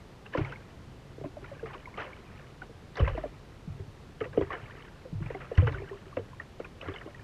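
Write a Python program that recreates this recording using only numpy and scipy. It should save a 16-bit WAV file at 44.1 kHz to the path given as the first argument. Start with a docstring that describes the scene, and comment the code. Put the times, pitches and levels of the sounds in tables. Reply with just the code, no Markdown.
"""Small choppy waves slap a light, hollow boat hull; the microphone sits in a closed case on the deck.
A short cluster opens at 0.3 s and weaker slaps follow from 1.2 s; heavy ones thump at 3.0 s, sharp knocks
sound at 4.4 s, the strongest thump at 5.6 s, and lighter knocks close from 6.2 to 7.2 s. Thumps and knocks
are decaying sines that also drive hull and panel modes; gliding sines make bubbles, resonated random
clicks make spray and patter. A low hull wash and a hiss of far water and recorder last throughout."""
import sys
import numpy as np
from scipy import signal
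from scipy.fft import rfft, irfft, next_fast_len
from scipy.io import wavfile

SR = 44100
rng = np.random.default_rng(int(sys.argv[2]) if len(sys.argv) > 2 else 0)


def pcm_store(signal):
    """Save signal as 16-bit PCM."""
    levels = np.round(np.clip(np.atleast_2d(signal), -1, 1) * 32767)
    wavfile.write(sys.argv[1], SR, levels.astype(np.int16).T)


N = 318843

# air pockets closing against the planking: start_s, level_db (peak of the pocket alone),
# pitch_hz (before squeeze and glide), t60_s
AIR_POCKETS = [(0.351, -21, 520, 0.034), (0.377, -28, 310, 0.018), (0.392, -22.5, 335, 0.07),
               (0.501, -47, 495, 0.083), (1.182, -37.5, 440, 0.024), (1.214, -31, 390, 0.013),
               (1.241, -31.5, 610, 0.046), (1.258, -31.5, 303, 0.056), (1.369, -33.5, 612, 0.046),
               (1.425, -41.5, 378, 0.066), (1.515, -36, 576, 0.073), (1.564, -46, 470, 0.042),
               (1.629, -30.5, 460, 0.12), (1.754, -39, 360, 0.036), (1.977, -35.5, 746, 0.026),
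               (2.068, -43, 532, 0.15), (2.62, -44.5, 770, 0.074), (2.694, -45, 468, 0.095),
               (2.985, -33.5, 434, 0.19), (2.997, -26, 561, 0.048), (3.029, -30, 485, 0.059),
               (3.075, -38.5, 556, 0.17), (3.149, -32.5, 484, 0.061), (3.177, -27.5, 655, 0.056),
               (3.238, -26.5, 619, 0.052), (3.255, -32, 466, 0.03), (3.797, -37, 380, 0.039),
               (4.212, -24, 445, 0.069), (4.256, -35.5, 514, 0.079), (4.349, -39.5, 478, 0.16),
               (4.376, -13, 446, 0.026), (4.393, -25.5, 375, 0.075), (4.413, -20, 403, 0.019),
               (4.43, -39, 344, 0.066), (4.529, -41, 743, 0.097), (4.752, -41.5, 342, 0.049),
               (5.052, -38, 523, 0.085), (5.126, -41, 287, 0.039), (5.204, -37.5, 343, 0.18),
               (5.305, -28, 465, 0.018), (5.349, -30, 390, 0.014), (5.516, -24.5, 480, 0.029),
               (5.585, -34, 303, 0.14), (5.623, -27.5, 503, 0.12), (5.675, -28, 463, 0.069),
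               (5.708, -40.5, 299, 0.099), (5.749, -41.5, 389, 0.17), (5.797, -38, 378, 0.08),
               (5.82, -31.5, 399, 0.038), (5.912, -33.5, 404, 0.085), (5.944, -39, 390, 0.08),
               (6.066, -43, 378, 0.09), (6.171, -21.5, 528, 0.034), (6.193, -32, 469, 0.056),
               (6.601, -27.5, 490, 0.019), (6.829, -37, 544, 0.038), (6.886, -27.5, 347, 0.019),
               (6.918, -38, 434, 0.022), (7.062, -33.5, 351, 0.025), (7.075, -40.5, 613, 0.062)]
# resonances of the whole hull: pitch_hz, level_db (gain at resonance), t60_s
HULL_MODES = [(34.4, -25, 0.94), (47.4, 4, 0.49), (58.1, -29, 0.21), (81.8, 2, 0.29), (108, 0.5, 0.21),
              (136.9, 8.5, 0.53), (211, -5.5, 0.086)]


def from_db(db):
    """The logarithmic level scale: decibels to amplitude gain."""
    return 10 ** (np.asarray(db) / 20)


def rms_one(x):
    """Normalization of mean power: scale to rms 1."""
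    return x / np.sqrt(np.mean(x ** 2) + 1e-20)


def at_hz(points, hz):
    """Spectral interpolation: levels in dB read along a log-frequency axis."""
    point_hz, point_db = np.array(points).T
    return np.interp(np.log(hz), np.log(point_hz), point_db)


def strikes(times, levels_db):
    """Impulsive excitation: a train of one-sample clicks."""
    out = np.zeros(N)
    at = np.clip((np.asarray(times) * SR).astype(int), 0, N - 1)
    np.add.at(out, at, from_db(levels_db))
    return out


def ring(drive, hz, t60):
    """Damped oscillator: a unit click starts a decaying sine of initial height 1."""
    radius = from_db(-60 / (t60 * SR))
    angle = 2 * np.pi * hz / SR
    feedback = [1, -2 * radius * np.cos(angle), radius * radius]
    return signal.lfilter([0, np.sin(angle)], feedback, drive + 1e-18)


def resonate(drive, modes):
    """Modal superposition: a body answers a push with all its damped modes, alternating in sign."""
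    out = 0
    for k, (hz, db, t60) in enumerate(modes):
        unit_gain = 2 * np.log(1000) / (t60 * SR)      # brings the gain at resonance to about 1
        out = out + from_db(db) * unit_gain * ring(drive, hz, t60) * (-1) ** k
    return out


def pockets(rows, rises, glide, squeeze=0., lead_s=0.):
    """Volume oscillation of trapped air: each pocket swells in, then rings, glides and dies away."""
    out = np.zeros(N + SR)
    for (s, db, hz, t60), rise in zip(rows, rises):
        t60 = np.clip(t60, .008, .5)
        t = np.arange(int(t60 * SR)) / SR
        shape = (1 - np.exp(-t / max(rise, 1e-4))) ** 2 * from_db(-60 * t / t60)
        # a squeezed pocket is stiffer, so it starts higher
        pitch = hz * (1 + squeeze * np.exp(-t / 0.0019) + glide * t / t60)
        tone = np.sin(2 * np.pi * np.cumsum(pitch) / SR)
        at = max(round((s - lead_s) * SR), 0)
        out[at:at + len(t)] += from_db(db) * shape / shape.max() * tone
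    return out[:N]


def thumps():
    """Forced vibration: a booming air cushion and a slow shove leave the long hull modes ringing."""
    # heavy slaps: start_s, level_db (peak of the cushion alone), pitch_hz (before the glide), t60_s
    heavy_slaps = [(0.383, -22.5, 141, 0.018), (0.41, -22.5, 120.4, 0.09), (1.214, -38, 129.6, 0.16),
                   (1.242, -36, 131, 0.072), (3.002, -19.5, 123.5, 0.061), (3.016, -15.5, 69, 0.18),
                   (3.071, -21.5, 76, 0.053), (3.116, -24.5, 48, 0.11), (3.675, -30, 163, 0.056),
                   (3.701, -33.5, 108, 0.11), (3.801, -31, 105, 0.068), (3.878, -37.5, 113, 0.067),
                   (4.214, -39, 113, 0.37), (4.383, -30, 123, 0.099), (4.418, -31.5, 78, 0.077),
                   (4.63, -37, 124, 0.1), (5.127, -28.5, 161, 0.069), (5.149, -29, 108, 0.19),
                   (5.213, -26.5, 145.6, 0.067), (5.258, -28, 130, 0.11), (5.579, -10, 91, 0.068),
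                   (5.625, -17, 120.9, 0.3), (5.685, -33, 92, 0.11), (5.737, -30.5, 61.9, 0.054),
                   (6.169, -38, 102.6, 0.27), (6.871, -37, 95.5, 0.15), (7.193, -41, 117, 0.26)]
    rise_cycles, rise_growth = 0.36, 0.13      # at mean level; dB of rise time per dB of peak
    shove_db, shove_max_db, shove_s = -2.5, -18, 0.01      # click level re peak, its ceiling, pulse length
    s, db, hz, _ = np.transpose(heavy_slaps)
    rises = rise_cycles / hz * from_db(rise_growth * (db - db.mean()))
    push = pockets(heavy_slaps, rises, glide=-0.26)
    clicks = strikes(s, np.minimum(db + shove_db, shove_max_db))
    shove = np.convolve(clicks, np.hanning(int(shove_s * SR)))[:N]
    return push + resonate(from_db(-3.5) * push + shove, HULL_MODES)


def knocks():
    """Impact excitation: a pocket's ring and a short rough slap of water shake the panels."""
    # resonances of the panels: pitch_hz, level_db (gain at resonance), t60_s
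    panel_modes = [(296, -5.5, 0.029), (378, -2, 0.086), (404.3, -6, 0.36), (464, -25, 0.34),
                   (576, -12.5, 0.17), (680, -11.5, 0.039)]
    rows = np.array(AIR_POCKETS)
    push = pockets(rows, np.full(len(rows), .003), glide=-0.16, squeeze=0.51, lead_s=0.0012)
    slap_t60_s = 0.072
    clicks = strikes(rows[:, 0], rows[:, 1])
    slap = signal.lfilter([1], [1, -from_db(-60 / (slap_t60_s * SR))], clicks)
    slap = slap * rng.choice([-1, 1], N)      # random signs make it rough
    return push + resonate(from_db(0.5) * push + from_db(16.5) * slap, panel_modes)


def bubbles():
    """Bubble resonance: small air volumes ring for a few dozen cycles and rise a little in pitch."""
    # single bubbles heard above the patter: start_s, level_db (peak), pitch_hz (before the glide)
    single_bubbles = [(0.2643, -41, 2700), (0.3379, -32.5, 1710), (0.349, -27.5, 995), (0.376, -35, 1390),
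                      (0.4484, -33.5, 2190), (0.5248, -35, 1490), (0.5587, -39.5, 2170),
                      (1.2454, -42.5, 1030), (1.4436, -40, 1400), (1.46, -47, 2250), (1.595, -44, 1600),
                      (1.658, -41, 1240), (1.736, -43, 1200), (1.748, -38.5, 1080), (1.781, -50, 2900),
                      (1.857, -37, 2140), (1.8743, -38.5, 990), (1.942, -43, 2150), (1.979, -38, 1156),
                      (2.0028, -36.5, 1385), (2.1321, -40.5, 2220), (2.619, -34, 1464), (2.9701, -38, 980),
                      (2.995, -35.5, 2950), (3.0006, -30.5, 1130), (3.065, -36, 2060),
                      (3.0754, -27.5, 1010), (3.1744, -39, 975), (4.2172, -35, 1225), (4.2403, -46, 1820),
                      (4.2406, -44, 2650), (4.332, -43.5, 1580), (4.4109, -38, 1000), (4.5048, -31, 1110),
                      (4.52, -32, 1920), (4.552, -35, 1710), (4.64, -51, 2840), (4.7077, -43.5, 1780),
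                      (4.824, -48, 2930), (5.262, -44, 2340), (5.3018, -40, 1880), (5.348, -38.5, 2090),
                      (5.35, -35, 753), (5.554, -43, 2900), (5.5767, -45, 1540), (5.5817, -33.5, 1640),
                      (5.675, -28.5, 1424), (5.746, -32.5, 1476), (5.785, -41.5, 1800), (5.896, -40, 1810),
                      (5.929, -42.5, 1040), (6.127, -42.5, 1130), (6.1712, -41, 957), (6.332, -43.5, 1010),
                      (6.3998, -30, 1845), (6.6465, -39, 2450), (6.8124, -38.5, 2550), (6.8146, -38, 2900),
                      (6.8857, -36, 1134), (6.94, -43.5, 3400), (6.9616, -37.5, 2110), (6.9616, -39, 2900),
                      (6.985, -41, 2900), (7.015, -47, 1820), (7.074, -45, 1080), (7.1477, -41, 1860),
                      (7.195, -45.5, 1740)]
    cycles = 36.0      # to die by 60 dB
    rows = [(s, db, hz, cycles / hz) for s, db, hz in single_bubbles]
    return pockets(rows, np.full(len(rows), .002), glide=0.05, lead_s=0.00125)


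def spray():
    """Superposed random impacts: droplets burst with splashes and knocks; sparser patter runs off."""
    # sheets of water breaking on the planking: start_s, level_db (before rise and decay), t60_s,
    # top_db (finest spray re level_db)
    water_sheets = [(0.2597, -35, 0.043, -20), (0.3348, -40, 0.6, -21), (0.376, -37, 0.16, -14.5),
                    (0.446, -46, 0.22, -16), (0.5234, -36, 0.055, -15), (0.56, -61, 0.045, -25),
                    (1.243, -48, .1, -20), (1.445, -40, 0.061, -13), (1.6591, -42.5, 0.27, -20),
                    (1.7015, -50, 0.11, -17), (1.736, -42, 0.12, -17), (1.9765, -35, 0.27, -26),
                    (2.002, -41, 0.38, -16), (2.397, -41, 0.03, -19), (2.622, -47.5, 0.13, -30),
                    (2.959, -38.5, 0.05, -2), (2.9718, -32, 0.097, -12.5), (3.0021, -33, 0.12, -19),
                    (3.049, -33.5, 0.095, -30), (3.0778, -31, 0.14, -20.5), (3.175, -43.5, 0.2, -16),
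                    (3.2375, -51, 0.059, -24), (4.2088, -33, 0.082, -27), (4.239, -37.5, 0.11, -29),
                    (4.331, -42, 0.11, -22), (4.372, -53, 0.039, -26), (4.412, -35.5, 0.13, -29),
                    (4.507, -33.5, 0.16, -27), (4.5314, -37.5, 0.17, -24), (5.262, -38.5, 0.05, -27),
                    (5.3023, -43, 0.12, -26), (5.345, -45, 0.075, -28), (5.408, -41.5, 0.25, -32),
                    (5.5546, -51.5, 0.11, -6), (5.5764, -28, .11, -19.5), (5.6166, -47, 0.27, -35),
                    (5.6717, -27, 0.091, -24), (5.724, -43.5, 0.15, -11), (5.745, -49, 0.13, -34),
                    (6.1706, -35, .072, -36), (6.399, -42, 0.12, -30), (6.5984, -49.5, 0.29, -24),
                    (6.647, -37, 0.061, -29), (6.8144, -46.5, 0.31, -16), (6.8568, -43.5, 0.23, -19),
                    (6.888, -31.5, .036, -32), (6.938, -42.5, 0.23, -30), (7.013, -37, 0.044, -18),
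                    (7.1467, -52, 0.062, -22)]
    # spectrum of the droplets: pitch_hz, level_db (relative)
    droplet_colour = [(300, -13.5), (500, -2), (800, -4.5), (1100, 2.5), (1500, 1.5), (2000, 3.5),
                      (2500, -1), (3000, -0.5), (3300, -11.5)]
    rise_s, top_extra_fall_db = 0.0024, 39      # the extra fall is per t60
    burst_per_s, mist_per_s, patter_per_s = 2600.0, 1500.0, 1500.0      # droplets
    # each knock throws a little water: level re the knock, t60 0.026 s, top -21 dB
    thrown = [(s, db - 16.5, 0.026, -21) for s, db, _, _ in AIR_POCKETS]

    body, top = np.zeros((2, N + SR))
    for s, db, t60, top_db in list(water_sheets) + thrown:
        t = np.arange(int(np.clip(t60, .01, .6) * SR)) / SR
        shape = (1 - np.exp(-t / rise_s)) * from_db(db - 60 * t / t60)
        at = round((s - .005) * SR)      # the sheet thickens before its peak
        body[at:at + len(t)] += shape
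        # the finest spray dies first
        top[at:at + len(t)] += shape * from_db(top_db - top_extra_fall_db * t / t60)

    low, high = np.geomspace(300, 3300, 24), np.geomspace(3500, 6000, 6)      # droplet pitches, Hz
    colour = at_hz(droplet_colour, low)
    mist_colour = -12.0 * np.log2(high / high[0])      # dB, falling per octave
    patter_colour = colour + 2.2 * np.log2(low / low[0])
    burst = droplets(body[:N], burst_per_s, 28.0, low, colour)
    mist = droplets(top[:N], mist_per_s, 25.0, high, mist_colour)
    # drops fall in small groups, each 350 samples long
    clumps = from_db(1.18 * np.repeat(rng.standard_normal(N // 350 + 1), 350)[:N])
    patter = droplets(clumps * runoff(), patter_per_s, 38.0, low, patter_colour)
    return burst + mist + patter


def droplets(strength, per_s, cycles, pitches, levels_db):
    """Shot noise through resonators: random droplets swell over a few cycles, then ring out."""
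    sizes = from_db(2.86 * np.minimum(rng.exponential(1, N), 4)) * rng.choice([-1, 1], N)
    births = sizes * (rng.random(N) < per_s / SR)
    dealt = rng.integers(0, len(pitches), N)      # which pitch each droplet gets
    strengths = np.array([np.ones(N), strength])      # a steady copy serves as the level reference
    total = np.zeros((2, N))
    for k, (hz, db) in enumerate(zip(pitches, levels_db)):
        clicks = births * (dealt == k) * strengths
        swelling = ring(clicks, hz, cycles / hz)
        total += from_db(db) * hz * ring(swelling, hz, 8.7 / hz)
    steady, played = total
    return played / steady.std()


def runoff():
    """Power addition: each run-off swells, holds and drains away over a faint lapping."""
    # water running off after a wave: start_s, hold_s (from the start), level_db (patter while held)
    drainings = [(0.317, 0.16, -49), (1.402, 1, -57), (1.92, 0.18, -57.5), (2.944, 0.2, -50),
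                 (4.348, 0.48, -53), (5.204, 0.58, -54), (5.551, 0.21, -49), (5.85, 0.45, -64.5),
                 (6.79, 0.16, -53), (7.0, .3, -61)]
    rise_s, fall_db_per_s, lapping_db = 0.02, 67, -67.5
    t = np.arange(N) / SR
    power = from_db(lapping_db) ** 2
    for s, hold, db in drainings:
        drain_db = fall_db_per_s * np.maximum(t - s - hold, 0)
        swell_in = np.clip((t - s) / rise_s, 0, 1)
        power = power + (swell_in * from_db(db - drain_db)) ** 2
    return np.sqrt(power)


def wash():
    """Random excitation: lumpy low pressure from the swell keeps the hull modes murmuring."""
    wash_db = -56      # rms
    lump_db = 4.6 * np.repeat(rng.standard_normal(N // 900 + 1), 900)[:N]      # steps of 900 samples
    lumps = rng.standard_normal(N) * from_db(lump_db)
    return from_db(wash_db) * rms_one(resonate(lumps, HULL_MODES))


def floor():
    """Spectral shaping of white noise: the steady hiss of far water and the recorder."""
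    # spectrum of the hiss: pitch_hz, level_db (relative spectral density)
    hiss_colour = [(12, -44), (20, -3), (118, -0.5), (248, -8.5), (409, -9.5), (554, -13.5), (2210, -25.5),
                   (3850, -28.5), (12000, -45.5), (15000, -53)]
    floor_db = -50      # rms
    size = next_fast_len(N)
    hz = np.maximum(np.arange(size // 2 + 1) * SR / size, 1)
    spectrum = rfft(rng.standard_normal(size)) * from_db(at_hz(hiss_colour, hz))
    return from_db(floor_db) * rms_one(irfft(spectrum, size)[:N])


def scene():
    """Linear superposition: all layers add at one microphone."""
    return (thumps() + knocks() + bubbles() + spray() + wash() + floor())[None]


def record(dry):
    """Band limitation: a steep elliptic low-pass removes the top."""
    cutoff_hz = 15050
    low_pass = signal.ellip(12, .5, 60, cutoff_hz, fs=SR, output="sos")      # ripple and stopband in dB
    return signal.sosfilt(low_pass, dry)


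dry = scene()
out = record(dry)
pcm_store(out)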